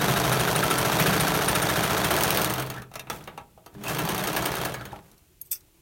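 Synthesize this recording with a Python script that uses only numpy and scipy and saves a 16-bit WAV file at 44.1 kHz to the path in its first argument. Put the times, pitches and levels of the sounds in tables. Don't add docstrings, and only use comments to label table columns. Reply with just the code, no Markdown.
import sys
import numpy as np
from scipy import signal
from scipy.fft import rfft, irfft, next_fast_len
from scipy.io import wavfile
from scipy.ndimage import uniform_filter1d, map_coordinates

SR = 44100
rng = np.random.default_rng(int(sys.argv[2]) if len(sys.argv) > 2 else 0)


def bounce(signal):
    frames = np.transpose(np.atleast_2d(signal))
    limited = np.clip(frames, -1, 1)
    pcm = np.round(limited * 32767).astype(np.int16)
    wavfile.write(sys.argv[1], SR, pcm)


N = 256220
TIME_S = np.arange(N) / SR
STRIKE_S = TIME_S[:SR // 4]
TOP_HZ = 16000
FULL_SPEED_HZ, CUT_STITCHES = 14.4, 29
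FLUTTER_DB, WANDER_CYCLES, FLUTTER_RATE_HZ = 2.3, .16, 14
MOTOR_RISE_S, REBOUND_S = 0.037, .0045

# (frequency [Hz], level [dB])
AIR_SPECTRUM = [(15, -37), (25, -7), (64, -3.5), (180, -9.5), (223, -25.5), (344, -8), (489, -24.5),
                (1020, -30), (1610, -32.5), (2610, -26), (4870, -30), (6380, -28.5), (13600, -27.5),
                (16000, -30)]
# (frequency [Hz], t60 [s])
ROOM_DECAY = [(120, 0.73), (1000, 0.25), (5000, 0.072), (15000, 0.1)]

# (time [s], position [turns])
SEAM_TURNS = [(0, -.15), (.56, 7), (.785, 10), (1.487, 20), (2.373, 32.75), (2.445, 33.75), (2.537, 34.75),
              (2.622, 35.38), (2.7, 35.75), (2.8, 36.15), (2.85, 36.2)]
INCHING_TURNS = [(2.92, 36.21), (3.099, 36.38), (3.274, 36.75), (3.43, 36.93), (3.73, 37.03)]
CHAIN_TURNS = [(3.8, 37.18), (3.84, 37.4), (3.881, 37.75), (4.089, 39.75), (4.179, 40.75), (4.456, 43.75),
               (4.649, 45.75), (4.74, 46.38), (4.853, 46.75), (4.99, 47.07), (5.15, 47.14)]
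SHAFT_TURNS = SEAM_TURNS + INCHING_TURNS + CHAIN_TURNS
# (time [s], load [dB])
CLOTH_LOAD = [(0, 2.5), (.35, 2), (.85, 0), (1.05, 1.5), (1.4, -0.5), (1.85, -1), (2.3, -2), (3.7, -9.5),
              (3.82, -14.5), (3.89, -4), (4.9, -5)]
# (level at full speed [dB], speed slope [dB/decade], load slope [dB/dB])
THUMP_LAW, CLATTER_LAW, TICK_LAW = (-33.5, 13.1, 0.91), (-25.5, 24.6, 0.69), (-33.5, 32.5, 0.75)
CLACK_LAW, BITE_LAW = (-11.5, 11.3, 0.34), (-21.5, 30, 0.32)

# (time [s], level [dB])
HUM_LEVELS = [(0.0, -26), (0.25, -35), (0.74, -38), (0.81, -50), (1.02, -24), (1.46, -37), (2.58, -37.5),
              (3.01, -64), (3.17, -50), (3.48, -69), (4.02, -30), (4.67, -45.5), (5.1, -58)]
DRONE_LEVELS = [(0.0, -31), (0.55, -27.5), (0.7, -42), (0.8, -32.5), (1.4, -43.5), (2.34, -44),
                (2.48, -37.5), (2.68, -36), (2.91, -56), (3.18, -46), (3.65, -82), (3.76, -48),
                (3.96, -35.5), (4.13, -48.5), (4.65, -39), (4.9, -45), (5.04, -74)]
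# (frequency [Hz], level [dB])
FRAME_RESPONSE = [(125, -28), (142, -18), (152, -5), (159, 6), (168, -18.5), (177, -13), (186, 0.5),
                  (194, 0), (215, -26.5), (255, -26), (272, -6.5), (290, -18)]
BUZZ_LINES = [(100, -2), (200, 1.5), (300, 1), (400, 1.5)]
# (down [s], up [s], buzz level [dB])
PEDAL_PRESSES = [(-1, 2.82, -53), (3.755, 4.98, -54.5)]

# (peak time [s], level [dB], rise [s], t60 [s])
BELT_BRAKING = [(2.775, -39.5, 0.088, 0.21), (4.815, -41.5, 0.19, 0.153)]
BELT_SLIPS = [(3.875, -32.5, 0.095, .1)]
TABLE_RUMBLES = [(3.16, -49.5, .2, 0.44), (3.765, -43, .1, .9)]
CLOTH_PULLS = [(2.57, -55, .3, 0.197), (3.13, -40, 0.091, 0.29), (3.895, -30.5, 0.16, 0.21),
               (5.05, -60, 0.51, 1.26), (5.55, -68.5, 0.38, 6.6)]
SCISSOR_STROKES = [(5.46, -52, 0.068, 0.12), (5.5155, -21, 0.013, 0.11)]
SCISSOR_SCRAPES = [(5.533, -38, .04, 0.046), (5.557, -42.5, .05, .07)]
# (frequency [Hz], level [dB])
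BRAKING_SPECTRUM = [(800, -56), (1300, 6), (1750, 3.5), (2300, -24), (4000, -36)]
SLIP_SPECTRUM = [(1900, -60), (2450, -6), (2650, 5), (2900, -15), (3600, -41)]
SCRAPE_SPECTRUM = [(900, -34), (1400, -19), (2550, -14), (3200, -34), (4400, -25), (5000, -8), (5650, -6),
                   (6200, -7), (7000, -24), (15000, -23)]
RUSTLE_SPECTRUM = [(800, 0), (4000, -9.5), (9000, -10), (14000, -9)]
# (time [s], level [dB])
HANDLING_TICKS = [(3.239, -41), (3.741, -49), (5.1144, -46.5), (5.179, -49), (5.606, -49)]
# (frequency [Hz], width [Hz], level [dB])
SCISSOR_RESONANCES = [(2470, 330, -19), (3520, 80, -8.5), (4610, 70, -6.5), (5020, 100, -8),
                      (5700, 140, -6), (6200, 130, -3), (7100, 90, -5), (7990, 120, 2), (8300, 160, 3.5),
                      (8740, 100, 2), (10840, 350, -3), (11460, 200, 2), (12080, 230, 5.5),
                      (13300, 160, 4.5), (14130, 130, 2), (14700, 180, 0), (15500, 200, 3)]

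# (frequency [Hz], level [dB], t60 [s])
BLADE_MODES = [(6520, -13.5, 0.045), (9900, -23, .035), (10900, -24, .031), (11380, 5, 0.036),
               (13750, -23, .057)]
EDGE_MODES = [(3480, -5, .04), (7250, 1, .025), (14700, 1, .03)]
CASING_MODES = [(638, -11, .07), (813, 2, 0.047), (956, -4, .045), (1155, -4.5, .05), (1305, 0.5, 0.056),
                (1860, -12, 0.056), (2420, -20, 0.039), (2740, 0.5, 0.025), (3720, -16.5, 0.055)]
ARM_MODES = [(1335, 1.5, 0.034), (1590, -11, .03)]
PLATE_MODES = [(1310, -23, 0.068), (1685, -10, 0.063), (2760, -15.5, 0.046), (3140, -10, 0.042),
               (4380, -6.5, 0.026), (6490, -10.5, 0.045), (9500, -10, 0.027), (10800, -5, 0.016),
               (11600, -15, 0.02)]
# (frequency [Hz], level [dB])
TABLE_SPECTRUM = [(22, -69.5), (29, -47), (42, -15), (56, -5.5), (72, -7.5), (88, -12.5), (99, -13.5),
                  (115, -3), (130, -2.5), (146, -3.5), (162, -3), (188, -7), (225, -13.5), (400, -64)]
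HOUSING_SPECTRUM = [(25, -47), (130, -23), (210, -4.5), (250, -8), (305, 0.5), (335, -4.5), (370, 1.5),
                    (410, 0), (450, -1.5), (520, -5), (630, -0.5), (950, -4), (1400, -5.5), (2000, -10),
                    (3600, -14.5), (6000, -28)]
STEEL_SPECTRUM = [(2000, -35), (4000, 5), (5000, 2), (5700, 6), (6600, 4.5), (7300, -1), (9400, 3),
                  (10400, -1.5), (12000, 4), (16000, -5)]
FOOT_SPECTRUM = [(1500, -11.5), (2400, 5), (2850, 5.5), (3400, 2), (4300, -0.5), (5600, 3), (7400, -2.5),
                 (8900, 6.5), (10300, -4), (12000, 7), (13800, 0.5), (15500, 7.5)]
THUD_SPECTRUM = [(25, -55), (100, -45), (250, -7), (500, -3.5), (850, -4), (1250, -7.5), (1700, -18),
                 (2400, -53), (5000, -47)]
RAP_SPECTRUM = [(800, 5), (1700, 3.5), (2050, 6.5), (2450, 7.5), (2900, 1), (3300, -1), (3700, 2),
                (4500, -14), (8000, -36.5)]
CRUNCH_SPECTRUM = [(400, -31.5), (1400, 8.5), (2700, 12), (5000, -0.5), (9000, -3.5), (16000, 4)]
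OPENING_SPECTRUM = [(1500, -48), (5000, -32), (15000, -13.5)]
SNIP_SPECTRUM = [(1500, -36.5), (3500, -21.5), (6000, 0.5), (15000, -6.5)]

# (time [s], level [dB], rap [dB], edge [dB], casing [dB], hardness [dB/octave])
SLOW_KNOCKS = [(2.819, -35, -6, -1.5, -9, 2), (2.914, -39, -9, -9, -6, -2), (2.938, -39.5, -4, 4.5, -6, -1),
               (2.955, -29.5, -4, 3, -6, -2), (2.994, -39, 3, 10.5, -3.5, 13.5),
               (3.07, -37.5, -6, -14, -8, 4), (3.099, -23, -3, 2, -4.5, -0.5),
               (3.275, -31, -3.5, -19, -6, 3), (3.376, -31, -9, -7.5, 0.5, -4),
               (3.575, -44.5, -18, -14, -9.5, -31), (3.661, -35.5, -16, -2, -3.5, -5),
               (4.929, -30.5, -32, -17, -3.5, -21), (4.964, -46, -26, -22, -17, -12)]
# (time [s], crunch [dB], squeak [dB])
TOUGH_BITES = [(0.324, -32, -23), (0.402, -33, -19.5), (.559, -34, -15.5), (0.635, -25, -22),
               (0.709, -18, -17.5), (0.783, -36.5, -18.5), (0.997, -14.5, -39), (1.0639, -14.5, -29),
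               (1.205, -22.5, -18), (1.484, -18.5, -14), (1.551, -22, -22), (1.624, -32, -16.5),
               (1.836, -20.5, -20.5), (2.044, -19, -18)]
# (time [s], level [dB])
FOLD_KNOCKS = [(0.346, -16), (0.479, -15), (.556, -17.5), (0.632, -18), (.711, -15), (.851, -28),
               (0.996, -15)]
# (phase [turns], level [dB], housing [dB], t60 [s])
FEED_CLACKS = [(.38, -10.5, -3, 0.054), (.75, -7.5, -5, 0.034)]
# (time [s], level [dB], crack [dB], rebound [dB], body [dB])
SINGLE_CLACKS = [(2.108, -20.5, -11, 0.5, 4.5), (2.1646, -24.5, 9.5, -9, -4), (2.2075, -19, 3.5, -6.5, -15),
                 (2.227, -20, -0.5, -8, -15), (2.2357, -16, 6, -9, -15.5), (2.2777, -25, 0, -7.5, -15.5),
                 (2.3054, -16.5, 8, -14, -14), (2.346, -24, 4, -7.5, -13.5), (2.373, -16, 8.5, -11, -2.5),
                 (2.416, -20, 6, -3, -12), (2.4454, -18, 3.5, -12.5, -7), (2.4982, -22, 0, -11, -3),
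                 (2.538, -19, -1.5, -14.5, -12), (2.581, -28, -7, -2, 6.5), (2.5975, -24, -3, -2, -3),
                 (2.621, -32, 0, -19, -2), (2.664, -35, 1, -9.5, -12), (2.7015, -30, 1.5, -16.5, 1.5),
                 (3.987, -28, -11, 6, 7), (4.0882, -24.5, -10, 3, 3), (4.1789, -24.5, 0, -2, -5),
                 (4.241, -30, -2, -5, -3), (4.2714, -21, -3.5, 1, -4), (4.3633, -21, -2, 5.5, 1.5),
                 (4.4548, -21.5, -7, 8, -0.5), (4.6508, -24, -5, 4.5, 3), (4.7411, -36, 2, -3, 6.5),
                 (4.8532, -42.5, -4, -9.5, 1.5)]
# (phase [turns], frequency [Hz], level [dB], t60 [s])
LOOSE_PARTS = [(-.12, 3734, -3.5, 0.032), (-.1, 1596, 3.5, 0.018), (-.05, 1342, -3.5, 0.066),
               (0.072, 1722, -6, 0.043), (0.219, 615.5, -6.5, 0.068), (0.301, 3237, -7.5, 0.033),
               (0.36, 433, -14.5, 0.23), (0.452, 1010, 1.5, 0.017), (0.561, 4520, -7, 0.026),
               (0.62, 3375, -5, 0.016)]
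# (phase [turns], thump [dB], clatter [dB], tick [dB])
TURN_CONTACTS = [(0, -38.5, 1, 21.5), (.07, 3, 1, 23.5), (.14, 8, 0.5, -22), (.25, 3.5, 0.5, 20),
                 (.39, -39.5, 3, 24), (.52, -0.5, -0.5, 16), (.61, -48, 3, 21), (.75, -1.5, -5, -24.5),
                 (.83, -2.5, -3.5, 15), (.91, 2.5, 2, 24)]


def amp(db):
    return 10 ** (np.asarray(db) / 20)


def unit(x):
    return x / np.sqrt(np.mean(x ** 2) + 1e-20)


def even(x):
    power = uniform_filter1d(uniform_filter1d(x ** 2, size=6200), size=4000)
    return x / np.sqrt(np.abs(power) + 1e-12)


def at_hz(points, hz):
    knots_hz, values = np.transpose(points)
    return np.interp(np.log(hz + 1), np.log(knots_hz + 1), values)


def curve(points):
    return np.interp(TIME_S, *np.transpose(points))


def colour(x, spectrum):
    size = 2 * next_fast_len(len(x) // 2 + 4096)
    cepstrum = irfft(np.log(amp(at_hz(spectrum, np.fft.rfftfreq(size, 1 / SR)))))
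    cepstrum[1:size // 2] *= 2
    cepstrum[size // 2 + 1:] = 0
    return irfft(rfft(x, size) * np.exp(rfft(cepstrum)))[:len(x)]


def noise(spectrum, gain=1):
    return unit(colour(gain * rng.standard_normal(N), spectrum))


def grain(depth_db, samples):
    return amp(depth_db * unit(uniform_filter1d(rng.standard_normal(N), size=samples)))


def wobble():
    knots = rng.standard_normal(int(N * FLUTTER_RATE_HZ / SR) + 4)
    return map_coordinates(knots, [TIME_S * FLUTTER_RATE_HZ])


def wandering_sine(cycles):
    return np.sin(2 * np.pi * (cycles + WANDER_CYCLES * wobble() + rng.random()))


def waver(hz):
    return amp(FLUTTER_DB * wobble()) * wandering_sine(hz * TIME_S)


def swell(start_s, end_s, rise_s, t60_s):
    return amp(-60 * (np.maximum(start_s - TIME_S, 0) / rise_s + np.maximum(TIME_S - end_s, 0) / t60_s))


def swells(rows):
    return sum(amp(db) * swell(at_s, at_s, rise_s, t60_s) for at_s, db, rise_s, t60_s in rows)


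def add(out, at_s, x):
    start = max(round(at_s * SR), 0)
    out[start:start + len(x)] += x[:max(N - start, 0)]


def fade(t60_s):
    return amp(-60 * STRIKE_S / t60_s)


def burst(t60_s):
    envelope = fade(t60_s)
    x = rng.standard_normal(len(envelope)) * envelope
    whitened = irfft(np.exp(1j * np.angle(rfft(x))), len(x))
    return whitened * envelope ** .25 * np.linalg.norm(envelope)


def hit(spectrum, t60_s):
    knots_hz = np.geomspace(2000, TOP_HZ + 2000, 45) - 2000
    hz = np.geomspace(60, TOP_HZ, 200)
    ripple_db = np.interp(hz, knots_hz, 3 * rng.standard_normal(len(knots_hz)))
    attack = 1 - np.exp(-STRIKE_S / 0.0005)
    x = colour(burst(t60_s) * attack, np.column_stack([hz, at_hz(spectrum, hz) + ripple_db]))
    return x / (2.5 * np.sqrt(np.mean(x[:SR // 200] ** 2)))


def ring(modes, spread=0.0036):
    out = 0
    for hz, db, t60_s in modes:
        size, detune, phase = rng.standard_normal(3)
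        tone = np.sin(2 * np.pi * (hz * (1 + spread * detune) * STRIKE_S + phase))
        out += amp(db + 2 * size) * fade(t60_s) * tone
    return out * (1 - np.exp(-STRIKE_S / 0.0018))


def passes_s(phase):
    times_s, turns = np.transpose(SHAFT_TURNS)
    return np.interp(np.arange(np.ceil(turns[-1] - phase)) + phase, turns, times_s)


def shaft_hz(samples):
    return np.abs(uniform_filter1d(np.gradient(curve(SHAFT_TURNS)) * SR, size=samples))


def drive(law):
    full_db, speed_slope, load_slope = law
    decades = np.log10(shaft_hz(SR // 25) / FULL_SPEED_HZ + 1e-6)
    return amp(full_db + speed_slope * decades + load_slope * curve(CLOTH_LOAD))


def room(x):
    hz, times_s, bins = signal.stft(rng.standard_normal(SR // 2), SR, nperseg=256)
    decay = amp(-60 * times_s / at_hz(ROOM_DECAY, hz)[:, None])
    tail = signal.istft(bins * decay, SR, nperseg=256)[1]
    return signal.fftconvolve(x, np.pad(tail, (300, 0)) / np.linalg.norm(tail))[:N]


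def motor():
    lines = sum(amp(db) * waver(hz) for hz, db in BUZZ_LINES)
    current = 0
    for down_s, up_s, db in PEDAL_PRESSES:
        surge_db = 11 * np.exp(-np.abs(TIME_S - down_s) / .2)
        current += amp(db + surge_db) * swell(down_s, up_s, MOTOR_RISE_S, t60_s=0.24)
    return current * unit(lines)


def hum():
    turns, speed_hz = curve(SHAFT_TURNS), shaft_hz(SR // 10)
    orders = sum(amp(at_hz(FRAME_RESPONSE, k * speed_hz)) * wandering_sine(k * turns)
                 for k in range(10, 20))
    drone = amp(curve(DRONE_LEVELS) - 2.5) * unit(waver(hz=128.3))
    running = swell(0, PEDAL_PRESSES[-1][1], MOTOR_RISE_S, t60_s=.35)
    return running * (amp(curve(HUM_LEVELS) - 4.5) * orders + drone)


def table_rumble():
    return swells(TABLE_RUMBLES) * noise(TABLE_SPECTRUM)


def belt():
    return swells(BELT_BRAKING) * noise(BRAKING_SPECTRUM) + swells(BELT_SLIPS) * noise(SLIP_SPECTRUM)


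def cloth():
    out = swells(CLOTH_PULLS) * noise(RUSTLE_SPECTRUM, grain(depth_db=3, samples=150))
    for at_s, db in HANDLING_TICKS:
        add(out, at_s, amp(db) * hit(STEEL_SPECTRUM, t60_s=0.034))
    return out


def scissors():
    chatter = grain(depth_db=4, samples=60)
    catches = unit(rng.standard_normal(N) * (rng.random(N) < .15))
    hz = np.fft.rfftfreq(N, 1 / SR)
    steel = sum((-1) ** k * amp(db) * 1j * hz * width_hz / (mode_hz ** 2 - hz ** 2 + 1j * hz * width_hz)
                for k, (mode_hz, width_hz, db) in enumerate(SCISSOR_RESONANCES))
    steel /= np.sqrt(np.mean(np.abs(steel) ** 2))
    out = irfft(rfft(swells(SCISSOR_STROKES) * catches) * steel, N)
    out += swells(SCISSOR_SCRAPES) * noise(SCRAPE_SPECTRUM, chatter)
    edges_meet = amp(-35.5) * ring(EDGE_MODES, spread=.002)
    thread_parts = amp(-25) * hit(SNIP_SPECTRUM, t60_s=0.016)
    opening = amp(-29) * ring(BLADE_MODES, spread=.002) + amp(-24.5) * hit(OPENING_SPECTRUM, t60_s=0.021)
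    add(out, 5.414, opening)
    add(out, 5.5105, edges_meet)
    add(out, 5.5175, thread_parts)
    return out


def knocks():
    out = np.zeros(N)
    for at_s, db, rap_db, edge_db, casing_db, hardness in SLOW_KNOCKS:
        thud = hit(THUD_SPECTRUM, t60_s=0.077)
        rap = amp(rap_db + 4) * hit(RAP_SPECTRUM, t60_s=0.099)
        edge = amp(edge_db) * (hit(STEEL_SPECTRUM, t60_s=0.044) + amp(-5) * ring(PLATE_MODES))
        modes = [(hz, mode_db + hardness * np.log2(hz / 1000), t60_s)
                 for hz, mode_db, t60_s in CASING_MODES]
        casing = amp(casing_db) * ring(modes, spread=.004)
        add(out, at_s, amp(db - 1.5) * (thud + rap + edge + casing))
    return out


def knife(scatter_db=1.5, squeak_hz=9580):
    out, force = np.zeros(N), drive(BITE_LAW)
    crunch = lambda: hit(CRUNCH_SPECTRUM, t60_s=0.11)
    for at_s in passes_s(0)[1:CUT_STITCHES]:
        add(out, at_s, np.interp(at_s, TIME_S, force) * amp(scatter_db * rng.normal()) * crunch())
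    for at_s, crunch_db, squeak_db in TOUGH_BITES:
        hz = squeak_hz + 130 * rng.normal()
        band = [(hz - 1200, -35), (hz - 350, -6), (hz, 0), (hz + 500, -35)]
        squeak = unit(colour(rng.standard_normal(len(STRIKE_S)), band))
        squeak *= fade(t60_s=0.026) * (1 - np.exp(-STRIKE_S / 0.00077))
        add(out, at_s, amp(crunch_db) * crunch() + amp(squeak_db) * squeak)
    for at_s, db in FOLD_KNOCKS:
        add(out, at_s, amp(db) * ring(ARM_MODES))
    return out


def clacks(scatter_db=0.8):
    out, force = np.zeros(N), drive(CLACK_LAW)
    for phase, db, housing_db, t60_s in FEED_CLACKS:
        for at_s in passes_s(phase)[CUT_STITCHES:]:
            gain = np.interp(at_s, TIME_S, force) * amp(db - scatter_db * rng.normal())
            click = hit(FOOT_SPECTRUM, t60_s)
            housing = amp(housing_db) * hit(HOUSING_SPECTRUM, 4.3 * t60_s)
            add(out, at_s, gain * (click + housing + amp(-4) * ring(PLATE_MODES)))
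            add(out, at_s + REBOUND_S * rng.uniform(0.24, 1), gain * amp(-12.5) * click)
    for at_s, db, crack_db, rebound_db, body_db in SINGLE_CLACKS:
        click = hit(FOOT_SPECTRUM, t60_s=0.027)
        crack = amp(crack_db) * hit(FOOT_SPECTRUM, t60_s=.009)
        body = hit(HOUSING_SPECTRUM, t60_s=0.15) + amp(-3.5) * ring(PLATE_MODES)
        add(out, at_s, amp(db) * (crack + click + amp(body_db) * body))
        add(out, at_s + REBOUND_S, amp(db + rebound_db) * click)
    return out


def loose_parts():
    out, time_s = np.zeros(N), TIME_S[:SR // 8]
    for phase, hz, db, t60_s in LOOSE_PARTS:
        envelope = amp(db - 60 * time_s / t60_s) * (1 - np.exp(-time_s / 0.0014))
        for at_s in passes_s(phase):
            size, detune, offset = rng.standard_normal(3)
            tone = np.sin(2 * np.pi * (hz * (1 + .007 * detune) * time_s + offset))
            add(out, at_s, amp(2.5 * size) * envelope * tone)
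    return out


def thumps(levels_db, scatter_db, slack_s, rub_db):
    out = np.zeros(N)
    for (phase, *_), db in zip(TURN_CONTACTS, levels_db):
        times_s = passes_s(phase)
        late, size = rng.standard_normal((2, len(times_s)))
        out[(np.abs(times_s + slack_s * late) * SR).astype(int)] += amp(db + scatter_db * size)
    return unit(out) + amp(rub_db) * rng.standard_normal(N)


def linkage(levels_db, t60_s, alike, scatter_db, slack_s, rub_db):
    out = np.zeros(N)
    for (phase, *_), db in zip(TURN_CONTACTS, levels_db):
        own = burst(t60_s)
        for at_s in passes_s(phase):
            strike = np.sqrt(alike) * own + np.sqrt(1 - alike) * burst(t60_s)
            add(out, at_s + slack_s * rng.normal(), amp(db + scatter_db * rng.normal()) * strike)
    return unit(out) + amp(rub_db) * rng.standard_normal(N)


def mechanism():
    _, thump_db, clatter_db, tick_db = np.transpose(TURN_CONTACTS)
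    thump = thumps(thump_db, scatter_db=2, slack_s=.0005, rub_db=-4)
    clatter = linkage(clatter_db, t60_s=.058, alike=.7, scatter_db=1.2, slack_s=.00025, rub_db=-4)
    tick = linkage(tick_db, t60_s=.05, alike=.3, scatter_db=1.6, slack_s=.0005, rub_db=-4)
    rattle = unit(colour(clatter, HOUSING_SPECTRUM)) + amp(7.5) * loose_parts()
    return (drive(THUMP_LAW) * even(colour(thump, TABLE_SPECTRUM))
            + drive(CLATTER_LAW) * even(rattle)
            + drive(TICK_LAW) * even(colour(tick, STEEL_SPECTRUM)))


def scene():
    running = mechanism() + motor() + belt() + table_rumble()
    events = clacks() + knife() + knocks() + cloth()
    snip = scissors()
    air = amp(-60.5) * noise(AIR_SPECTRUM)
    direct = running + hum() + events + snip
    reverb = room(amp(-16) * running + amp(-9) * events + amp(-15.5) * snip)
    return (direct + reverb + air)[None]


def record(dry):
    size = next_fast_len(N + SR // 2)
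    passband = np.fft.rfftfreq(size, 1 / SR) < TOP_HZ
    return irfft(rfft(dry, size) * passband, size)[:, :N]


dry = scene()
out = record(dry)
bounce(out)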